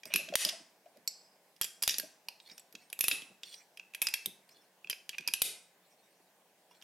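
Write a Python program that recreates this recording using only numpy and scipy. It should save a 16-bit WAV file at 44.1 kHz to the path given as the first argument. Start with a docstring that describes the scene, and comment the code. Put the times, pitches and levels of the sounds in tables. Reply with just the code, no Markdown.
"""An adjustable wrench is set on a brass fitting held in pliers over a towel, turned, and lifted off, again and again.
Each touch of jaw on brass is a short noise crack that rings the hand-damped steel as dying tones; the turns are
tiny slips feeding drifting resonances. Bumps, a humming handle and one free clink go with them in a tiled kitchen.
Room tone and a low drone lie behind. A close stereo microphone with a fast limiter squeezes the hardest blows,
so their echo swells just after them; some blows add a short overload tick."""
import sys
import numpy as np
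from scipy import signal
from scipy.io import wavfile
from scipy.ndimage import uniform_filter1d

SR = 44100
rng = np.random.default_rng(int(sys.argv[2]) if len(sys.argv) > 2 else 0)


def unload_audio(sound):
    """Save the sound as a 16-bit wav file, at the path given as the first command line argument."""
    columns = np.transpose(np.atleast_2d(sound))
    # keep every value between -1 and 1, then stretch to whole-number steps
    steps = np.round(np.clip(columns, -1, 1) * 32767)
    wavfile.write(sys.argv[1], SR, steps.astype(np.int16))


N = 301203  # length in samples

# The loose sliding jaw. Each row: mode in Hz, relative level in dB, 60 dB decay in s.
JAW_MODES = [(2570, 0.5, 0.013), (2655, -0.5, 0.013)]


def gain_of(db):
    """Decibels to a factor."""
    return 10 ** (np.asarray(db) / 20)


def evened(x):
    """Scales to rms 1."""
    return x / np.sqrt(np.mean(x ** 2) + 1e-20)


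def peaked(x):
    """Scales each row to peak 1."""
    return x / abs(x).max(-1, keepdims=True)


def read(points, hz):
    """Reads a curve over frequency on a log axis."""
    f, value = np.transpose(points)
    return np.interp(np.log(hz + 1), np.log(f + 1), value)


def add(mix, s, sound):
    """Mixes a sound in at a time in seconds."""
    part = mix[round(s * SR):][:len(sound)]
    part += sound[:len(part)]


def band(x, lo_hz, hi_hz):
    """Causal band-pass."""
    edges = [lo_hz, min(hi_hz, SR / 2.1)]
    return signal.sosfilt(signal.butter(N=2, Wn=edges, btype="band", fs=SR, output="sos"), x)


def resonate(x, hz, width):
    """A resonance that may glide: shifts the curve hz down to zero, smooths, and shifts back."""
    turn = np.exp(2j * np.pi * np.cumsum(hz * np.ones(len(x))) / SR)
    r = np.exp(-np.pi * width / SR)
    return 2 * (turn * signal.lfilter([1 - r], [1, -r], x / turn)).real


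def rings(modes, t, share_db, chance, detune=0.026):
    """Dying tones; each new grip shifts them a little and starts them in another phase."""
    hz, db, t60 = np.transpose(modes)[:, :, None]
    shift, phase = chance[:, :len(modes), None]
    tones = np.sin(2 * np.pi * (hz * (1 + detune * (shift - .5)) * t + phase))
    dying = gain_of(db + share_db - 60 * t / t60) * tones
    return peaked(dying.sum(0) * np.minimum(t / 0.00016, 1))


def air():
    """Room tone: stereo noise shaped in short spectra, with patches of level drifting over time and pitch."""
    # Room tone spectrum. Each row: Hz, relative density in dB per Hz.
    spectrum = [(35, -88.5), (60, -53.5), (246, -17.5), (403, -12.5), (659, -9.5), (777, -10.5), (983, -14),
                (1370, -22), (1500, -16.5), (4120, -23), (14300, -27), (16500, -32)]
    # Likeness of the two sides. Each row: Hz, correlation from 0 to 1.
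    likeness = [(100, 1), (900, 0.97), (3800, 0.1), (15000, 0.95)]
    frames, hz = N // 256 + 5, np.fft.rfftfreq(1024, 1 / SR)
    a, b, c, d, patches = rng.standard_normal((frames, 513, 5)).T
    patches = evened(uniform_filter1d(uniform_filter1d(patches, 12, 0), 14, 1))
    same = np.clip(read(likeness, hz), -1, 1)[:, None]
    left = a + 1j * b
    right = same * left + np.sqrt(1 - same ** 2) * (c + 1j * d)
    z = np.array([left, right]) * gain_of(read(spectrum, hz)[:, None] + 1.5 * patches)
    return gain_of(-68) * evened(signal.istft(z, nperseg=1024, noverlap=768)[1][:, :N])


def drone():
    """A steady appliance drone: noise through one low resonance."""
    # The drone: Hz, width in Hz, level in dB.
    hz, width, db = (180, 24, -82)
    return gain_of(db) * evened(resonate(rng.standard_normal(N), hz, width))


def kitchen(x):
    """Sparse reflections of random sign that build up, each band dying at its own speed; mostly common to both sides."""
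    # Decay of the room. Each row: Hz, 60 dB decay in s.
    decay = [(250, 0.51), (1000, 0.64), (3000, 0.38), (8000, 0.44), (15000, 0.14)]
    wide, build_s = 0.31, 0.00091
    taps = np.zeros((2, 26000))
    at = np.arange(180, 25980, 20) + rng.integers(0, 20, (2, 1290))  # one in every 20 samples
    np.put_along_axis(taps, at, rng.choice([-1., 1.], at.shape), 1)
    hz, t, z = signal.stft(taps, SR, nperseg=256)
    z *= gain_of(-60 * t / read(decay, hz)[:, None]) * (1 - np.exp(-t / build_s))
    mid, side = signal.istft(z, SR, nperseg=256)[1]
    tail = np.array([mid + wide * side, mid - wide * side]) / np.linalg.norm(mid)
    return signal.oaconvolve(x[None], tail, axes=1)[:, :N]


def press():
    """Dull bumps through the towel: low bands of dying noise."""
    # Hands and tools bumping the padded counter. Each row: start in seconds, level in dB.
    thumps = [(0.053, -50), (0.139, -35.5), (0.293, -41.5), (0.445, -40.5), (0.598, -53), (0.972, -56),
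              (1.982, -49), (2.027, -45.5), (2.506, -54), (2.737, -49.5), (3.119, -45), (3.215, -50),
              (3.296, -56.5), (4.26, -44), (4.841, -59), (5.189, -50), (5.278, -53), (5.438, -52),
              (6.194, -61)]
    mix, t = np.zeros(N), np.arange(round(.3 * SR)) / SR
    noise = rng.standard_normal((len(thumps), len(t)))
    bumps = noise * gain_of(-60 * t / 0.1) * np.minimum(t / 0.0075, 1)
    for (s, db), bump in zip(thumps, peaked(band(band(bumps, 160, 360), 120, 420))):
        add(mix, s, gain_of(db) * bump)
    return mix


def handle():
    """The long handle flexes when knocked: a soft tap excites a broad low resonance over a rough scuff."""
    # Knocks on the handle, pitched by the grip. Each row: start in seconds, level in dB, Hz.
    knocks = [(0.055, -51, 620), (0.1, -49, 624), (0.19, -45, 608), (0.28, -46, 633), (0.322, -31.5, 637),
              (0.336, -29.5, 600), (0.455, -44, 616), (0.523, -44, 652), (0.856, -47, 670),
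              (0.958, -55.5, 606), (2.028, -47, 620)]
    # The handle: width in Hz of the first of two resonances, 60 dB decay of the tap in s.
    width, t60 = (82, 0.087)
    mix, t = np.zeros(N), np.arange(round(.2 * SR)) / SR
    for s, db, hz in knocks:
        scuff = rng.standard_normal(len(t)) * gain_of(-60 * t / t60) * np.minimum(t / 0.0019, 1)
        hum = peaked(resonate(resonate(scuff, hz, width), hz, 2 * width))
        rough = peaked(band(scuff, 180, 3000))
        add(mix, s, gain_of(db) * peaked(hum + 0.28 * rough))
    return mix


def rock():
    """The fitting rocks in the pliers with a short hollow knock: one dying low tone each."""
    # Rocking knocks. Each row: start in seconds, level in dB, Hz.
    hollow = [(0.356, -32.5, 800), (2.285, -42.5, 923), (4.019, -35, 890), (5.276, -39.5, 940),
              (6.711, -54.5, 965)]
    mix, t = np.zeros(N), np.arange(round(0.055 * SR)) / SR
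    for s, db, hz in hollow:
        tone = np.sin(2 * np.pi * hz * t) * np.minimum(t / 0.00064, 1)
        add(mix, s, gain_of(db - 60 * t / 0.032) * tone)
    return mix


def rattle():
    """Small uneven taps keep the loose jaw ringing while the wrench is carried over."""
    # Rattles. Each row: start in seconds, end of the taps in seconds, level in dB.
    spells = [(0.094, 0.17, -51), (5.121, 5.159, -51), (5.208, 5.297, -56)]
    mix, t = np.zeros(N), np.arange(round(0.031 * SR)) / SR
    for start, end, db in spells:
        count = round((end - start) * SR)
        hits = rng.random(count) < 900 / SR  # about 900 taps a second
        taps = rng.standard_normal(count) * hits * signal.windows.tukey(count, .5)
        ring = rings(JAW_MODES, t, 0, rng.random((2, len(JAW_MODES))))
        add(mix, start, gain_of(db) * evened(signal.fftconvolve(taps, ring)))
    return mix


def clink():
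    """The wrench slips off and rings freely, once: clear tones with a rough fringe, each dying at its own speed."""
    # The clink: start in seconds, level in dB.
    start, clink_db = (1.076, -16)
    # The free wrench. Each row: mode in Hz, relative level in dB, 60 dB decay in s.
    modes = [(2190, -6, 0.018), (4060, -10, .025), (4440, 3, 0.024), (5030, -27, 0.9), (5100, -6, .022),
             (5400, -6, 0.025), (5775, -2, 0.028), (6280, -7, .025), (7200, -10, 0.03), (7760, -6, 0.035),
             (7960, -8, 0.03), (11390, -12, 0.03), (14020, -11, 0.035)]
    blur_hz = 130  # the loose parts buzz, so each mode also sounds as a rough band
    mix, t = np.zeros(N), np.arange(round(.5 * SR)) / SR
    buzz = rng.standard_normal((len(modes), len(t) + 2000))  # 2000 samples let the resonances settle
    fringe = np.zeros(len(t))
    for noise, (hz, db, t60) in zip(buzz, modes):
        rough = evened(resonate(resonate(noise, hz, blur_hz), hz, blur_hz))[-len(t):]
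        fringe += rough * gain_of(db - 60 * t / t60)
    fringe = peaked(fringe * np.minimum(t / 0.00045, 1))
    clean = rings(modes, t, 0, rng.random((2, len(modes))), detune=0)
    add(mix, start, gain_of(clink_db) * peaked(clean + 0.6 * fringe))
    return mix


def slide():
    """Dense tiny slips of steel on brass feed resonances that drift as the wrench turns."""
    # Turns, jaws rubbing on brass. Each row: start, hardest moment and end in seconds, level in dB,
    # Hz of the leading resonance at the start, and from the hardest moment on.
    turns = [(0.05, 0.06, 0.33, -55.5, 2600, 2620), (2.406, 2.498, 2.62, -57, 3800, 3800),
             (2.764, 2.822, 2.9, -67, 2630, 3100), (3.419, 3.459, 3.52, -53, 3160, 4180),
             (3.469, 3.526, 3.65, -53.5, 4090, 4130), (4.467, 4.527, 4.68, -64, 4300, 4300),
             (5.789, 5.903, 6.37, -72.5, 2520, 2610), (6.688, 6.77, 6.83, -66.5, 5570, 5450)]
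    # The gripped fitting. Each row: resonance in Hz before its drift, width in Hz, mean level in dB.
    fitting = [(2170, 370, -2.5), (3540, 69, 0), (4300, 220, 0.5), (5440, 140, 0), (5600, 140, -5),
               (7700, 120, -7), (8500, 110, -1.5), (9500, 210, -15)]
    squeal_db = 6  # the leading resonance over a 0 dB one
    grip_db, ease_db = -13, -14  # a turn starts and ends this far under its hardest moment
    mix = np.zeros(N)
    for start, hardest, end, db, from_hz, to_hz in turns:
        t = np.arange(start, end, 1 / SR)
        sizes = gain_of(1.5 * rng.exponential(1, len(t))) * rng.standard_normal(len(t))
        slips = sizes * (rng.random(len(t)) < 5000 / SR)  # about 5000 slips a second
        rung = 0.73 * evened(band(slips, 1800, 16000))
        for hz, width, mode_db in fitting:
            a, b, c = rng.random(3)
            drift = 1 + 0.091 * (a - .5) + 0.18 * (t - hardest)  # tightening lifts the pitch
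            # the grip comes and goes, 4 to 10 times a second
            bite = gain_of(mode_db + 21.0 * np.sin(2 * np.pi * ((4 + 6 * b) * t + c)))
            rung = rung + bite * evened(resonate(slips, hz * drift, width))
        lead_hz = np.interp(t, [start, hardest], [from_hz, to_hz])
        squeal = evened(resonate(resonate(slips, lead_hz, 300), lead_hz, 300))
        rung = rung + gain_of(squeal_db) * squeal
        effort_db = db + np.interp(t, [start, hardest, end], [grip_db, 0, ease_db])
        add(mix, start, gain_of(effort_db) * evened(rung) * signal.windows.tukey(len(t), .15))
    return mix


def blows():
    """Each touch: a crack, a blurred ring where the jaw lands, the tool's modes, the loose jaw and a low knock."""
    # Jaw touches. Each row: time in seconds, level in dB, Hz of the contact ring,
    # treble in dB against the mids of the crack, jaw ring in dB against the same.
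    touches = [(0.0337, -37, 2480, -20, -8), (0.0552, -28.5, 4880, 2, 1.5), (0.1387, -6.5, 2535, 0, 11),
               (0.15, -24, 4830, -3, -3), (0.1596, -6.5, 11500, -6.5, 10), (0.2879, -32.5, 2590, -23, 9.5),
               (0.3387, -28.5, 2680, -15.5, -21.5), (0.355, 11, 3500, 1.5, -17),
               (0.4498, -7.5, 4990, -4, -20), (0.4894, -19.5, 2795, -8.5, -32),
               (0.4942, -22.5, 5220, -14.5, -15), (0.9717, -51.5, 5060, 0, -2.5),
               (1.0768, -32.5, 4410, -0.5, -35), (1.564, -46, 5240, -3.5, -28),
               (1.6135, -5.5, 3260, 11, -37.5), (1.6205, -19, 7200, -16, -25.5),
               (1.632, -25.5, 4800, -13, -23), (1.6435, -20.5, 7400, 4, -15),
               (1.648, -25, 4900, -19, -14.5), (1.8225, -25, 7300, -13, -25), (1.8258, -11, 5030, 8.5, -32),
               (1.8351, -12.5, 4800, 3, -19), (1.8405, -24.5, 4920, -3, -22), (1.8772, -2, 5600, 2.5, -12),
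               (1.8894, -14.5, 3690, -1.5, 3.5), (1.8937, -10.5, 5320, -11.5, -0.5),
               (1.9073, -23, 5600, -17, -45), (1.942, -22.5, 4740, -20, -16),
               (1.9836, -15.5, 5730, 7.5, -18), (1.9978, -20, 12840, -12.5, -28),
               (2.2854, -23, 4300, -1.5, 11), (2.401, -41, 3780, -24, -29), (2.4978, -40, 3740, -21, -27),
               (2.515, -44, 4800, -20, -17.5), (2.5795, -37, 5600, -4, -12), (2.596, -39, 7700, 1.5, -20),
               (2.7257, -44.5, 12900, -2, -35), (2.752, -34, 2680, -13.5, 8),
               (2.9008, -38.5, 10500, -16, -8), (2.9286, -21.5, 2700, 8, 7), (2.991, -18, 11500, 3, -5.5),
               (3.0086, -1.5, 11200, 1.5, 1), (3.041, -10.5, 2550, 11, 2), (3.0827, 1, 11240, 1.5, -7.5),
               (3.0888, -14.5, 11400, 6, -20), (3.113, -13.5, 2570, -16, 6.5), (3.117, -19, 3710, -27, -7),
               (3.22, -35.5, 3020, -9, -8), (3.4334, -30.5, 3560, -17, -12.5),
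               (3.5415, -35, 4040, -23, -39.5), (3.773, -35.5, 2610, -6.5, 12),
               (3.7967, -32.5, 2580, -21, 12.5), (3.937, -38, 2620, -4, 6), (3.9477, -23, 2534, 0.5, -1),
               (4.0178, -7, 2540, 5.5, 1), (4.0245, -10.5, 11700, 11, -2.5),
               (4.0694, -15.5, 5120, -11, -11), (4.0857, -23, 2570, 0, 4), (4.1376, -25, 2690, -10, -8.5),
               (4.1396, -10, 2628, -1, -2.5), (4.2591, -18.5, 3680, 6, -26), (4.4912, -46.5, 4230, 1, 4),
               (4.8449, -34.5, 2600, -5, 20), (4.8725, -37.5, 2620, -27, 12), (4.8983, -17, 3130, 7, -15),
               (4.9045, -27, 3010, 9.5, 10), (4.911, -23.5, 4880, -17, -18), (4.9291, -26.5, 2480, -13, 10),
               (5.0925, -23.5, 3200, -3, -5), (5.183, -22, 2500, -13.5, 5), (5.208, -42.5, 2470, -6, -8.5),
               (5.2759, -15, 4910, 3, -4.5), (5.2845, -22.5, 2530, -18, 6), (5.337, -10.5, 10150, -7.5, 5),
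               (5.4189, 1.5, 3760, 3, -20), (5.4221, -5.5, 11400, 5.5, -17.5),
               (6.711, -53, 2830, -1.5, -16.5), (6.749, -58, 3440, -14, -24), (6.8148, -49, 3100, -20, -27),
               (6.8237, -38.5, 3210, -11, -25)]
    # Hand-damped wrench and pliers. Each row: mode in Hz before detuning, relative level in dB, 60 dB decay in s.
    steel = [(1607, 6, 0.032), (3263, 1.5, 0.045), (4830, 5, 0.035), (5260, 3.5, 0.025), (5780, -7, 0.072),
             (7200, -6, 0.09), (7830, 1, 0.054), (9400, -2.5, 0.034), (10150, -2.5, 0.04),
             (11500, 2.5, 0.07), (13400, -7.5, 0.018)]
    knock_db, knock_growth = -27, 0.84  # knock under a 0 dB blow, and dB gained for each dB of blow
    mix, t = np.zeros(N), np.arange(round(.06 * SR)) / SR
    mode_hz = np.transpose(steel)[0][:, None]
    noise = rng.standard_normal((len(touches), len(t)))
    chances = rng.random((len(touches), 3, len(steel)))
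    # the jaw chatters for a few ms
    bursts = noise * gain_of(-20 * (t / 0.0033) ** 0.56) * np.minimum(t / 0.0008, 1)
    bursts[:, 20] += 1.3  # one sharp tick within each chatter
    mids = peaked(band(band(bursts, 2200, 7000), 910, 7900))
    trebles = peaked(band(bursts, 9700, 13000))
    knocks = peaked(band(noise[:, ::-1] * gain_of(-60 * t / 0.013), 170, 1600))
    for k, (s, db, hz, treble_db, jaw_db) in enumerate(touches):
        crack = mids[k] + gain_of(treble_db) * trebles[k]
        contact = peaked(resonate(bursts[k], hz, 0.022 * hz))
        # the place of the blow favours modes near its own ring; those above 7 kHz follow its treble
        near_db = -30 * np.minimum(abs(np.log2(mode_hz / hz)), .7)
        share_db = near_db - 6 * chances[k, 2, :, None] + (mode_hz > 7000) * treble_db
        tool = rings(steel, t, share_db, chances[k, :2])
        loose = rings(JAW_MODES, t, 0, chances[k, :2], detune=.015)
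        jaw = gain_of(jaw_db) * loose * np.minimum(t / .002, 1)  # the jaw answers late
        # the hardest blows wake so many modes that single ones stand out less
        ringing = gain_of(-.6 * max(db + 11.5, 0)) * (0.78 * contact + 0.51 * tool)
        blow = peaked((crack + ringing + jaw) * (1 - t / t[-1]))
        knock = gain_of(knock_db + knock_growth * db) * knocks[k]
        add(mix, s - .0003, gain_of(db) * blow + knock)
    return mix


def overload_ticks():
    """Overload ticks: on some blows the recorder clips into a short one-way pulse, uneven between the two channels."""
    # Overload ticks. Each row: time in seconds, level in dB before the uneven lean.
    overloads = [(0.355, -10.5), (1.6128, -24), (1.8785, -20), (3.0067, -32), (3.041, -28.5),
                 (3.083, -22.5), (4.0186, -29), (5.4189, -27)]
    mix, pulse = np.zeros((2, N)), np.hanning(round(0.00027 * SR) + 2)  # 0.27 ms long
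    for (s, db), lean in zip(overloads, rng.choice([-1., 1.], len(overloads))):
        add(mix[0], s, gain_of(db + 2.8 * lean) * pulse)
        add(mix[1], s, gain_of(db - 1.7 * lean) * pulse)
    return mix


def scene():
    """Tools a little right of the microphone, their echo, the room tone and the drone."""
    tools = blows() + clink() + slide() + rattle() + rock() + handle() + press()
    # the counter top and the tiles answer first, about 2 ms late
    echo = gain_of([[-9], [-7]]) * np.array([np.roll(tools, 75), np.roll(tools, 92)])
    tail = gain_of(-13.5) * kitchen(tools)
    direct = tools * gain_of([[-1.2], [.8]])
    return direct + echo + tail + air() + drone()


def top_cut(x):
    """Nothing passes above the cut-off."""
    return signal.sosfilt(signal.butter(12, 16970, fs=SR, output="sos"), x)


def record(dry):
    """Bass roll-off, a limiter on each side that recovers in some tens of ms, overload ticks, soft clipping, band edge."""
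    thin = signal.sosfilt(signal.butter(N=2, Wn=100, btype="high", fs=SR, output="sos"), dry)
    fall = np.arange(N) * 370.0 / SR  # recovery, 370 dB per second
    peak_db = 20 * np.log10(abs(thin) + 1e-9)
    held_db = np.maximum.accumulate(peak_db + fall, axis=1) - fall
    over_db = np.maximum(held_db + 14.0, 0)  # threshold -14 dB
    grab = np.exp(-1 / (.00006 * SR))  # grabs in 0.06 ms
    limited = thin / gain_of(0.81 * signal.lfilter([1 - grab], [1, -grab], over_db))
    full = 0.33 * np.tanh((limited + overload_ticks()) / 0.36)
    low_pass = signal.firwin(151, 16500, window=("kaiser", 7), fs=SR)
    edged = signal.oaconvolve(full, low_pass[None], "same")
    return top_cut(edged)


dry = scene()
out = record(dry)
unload_audio(out)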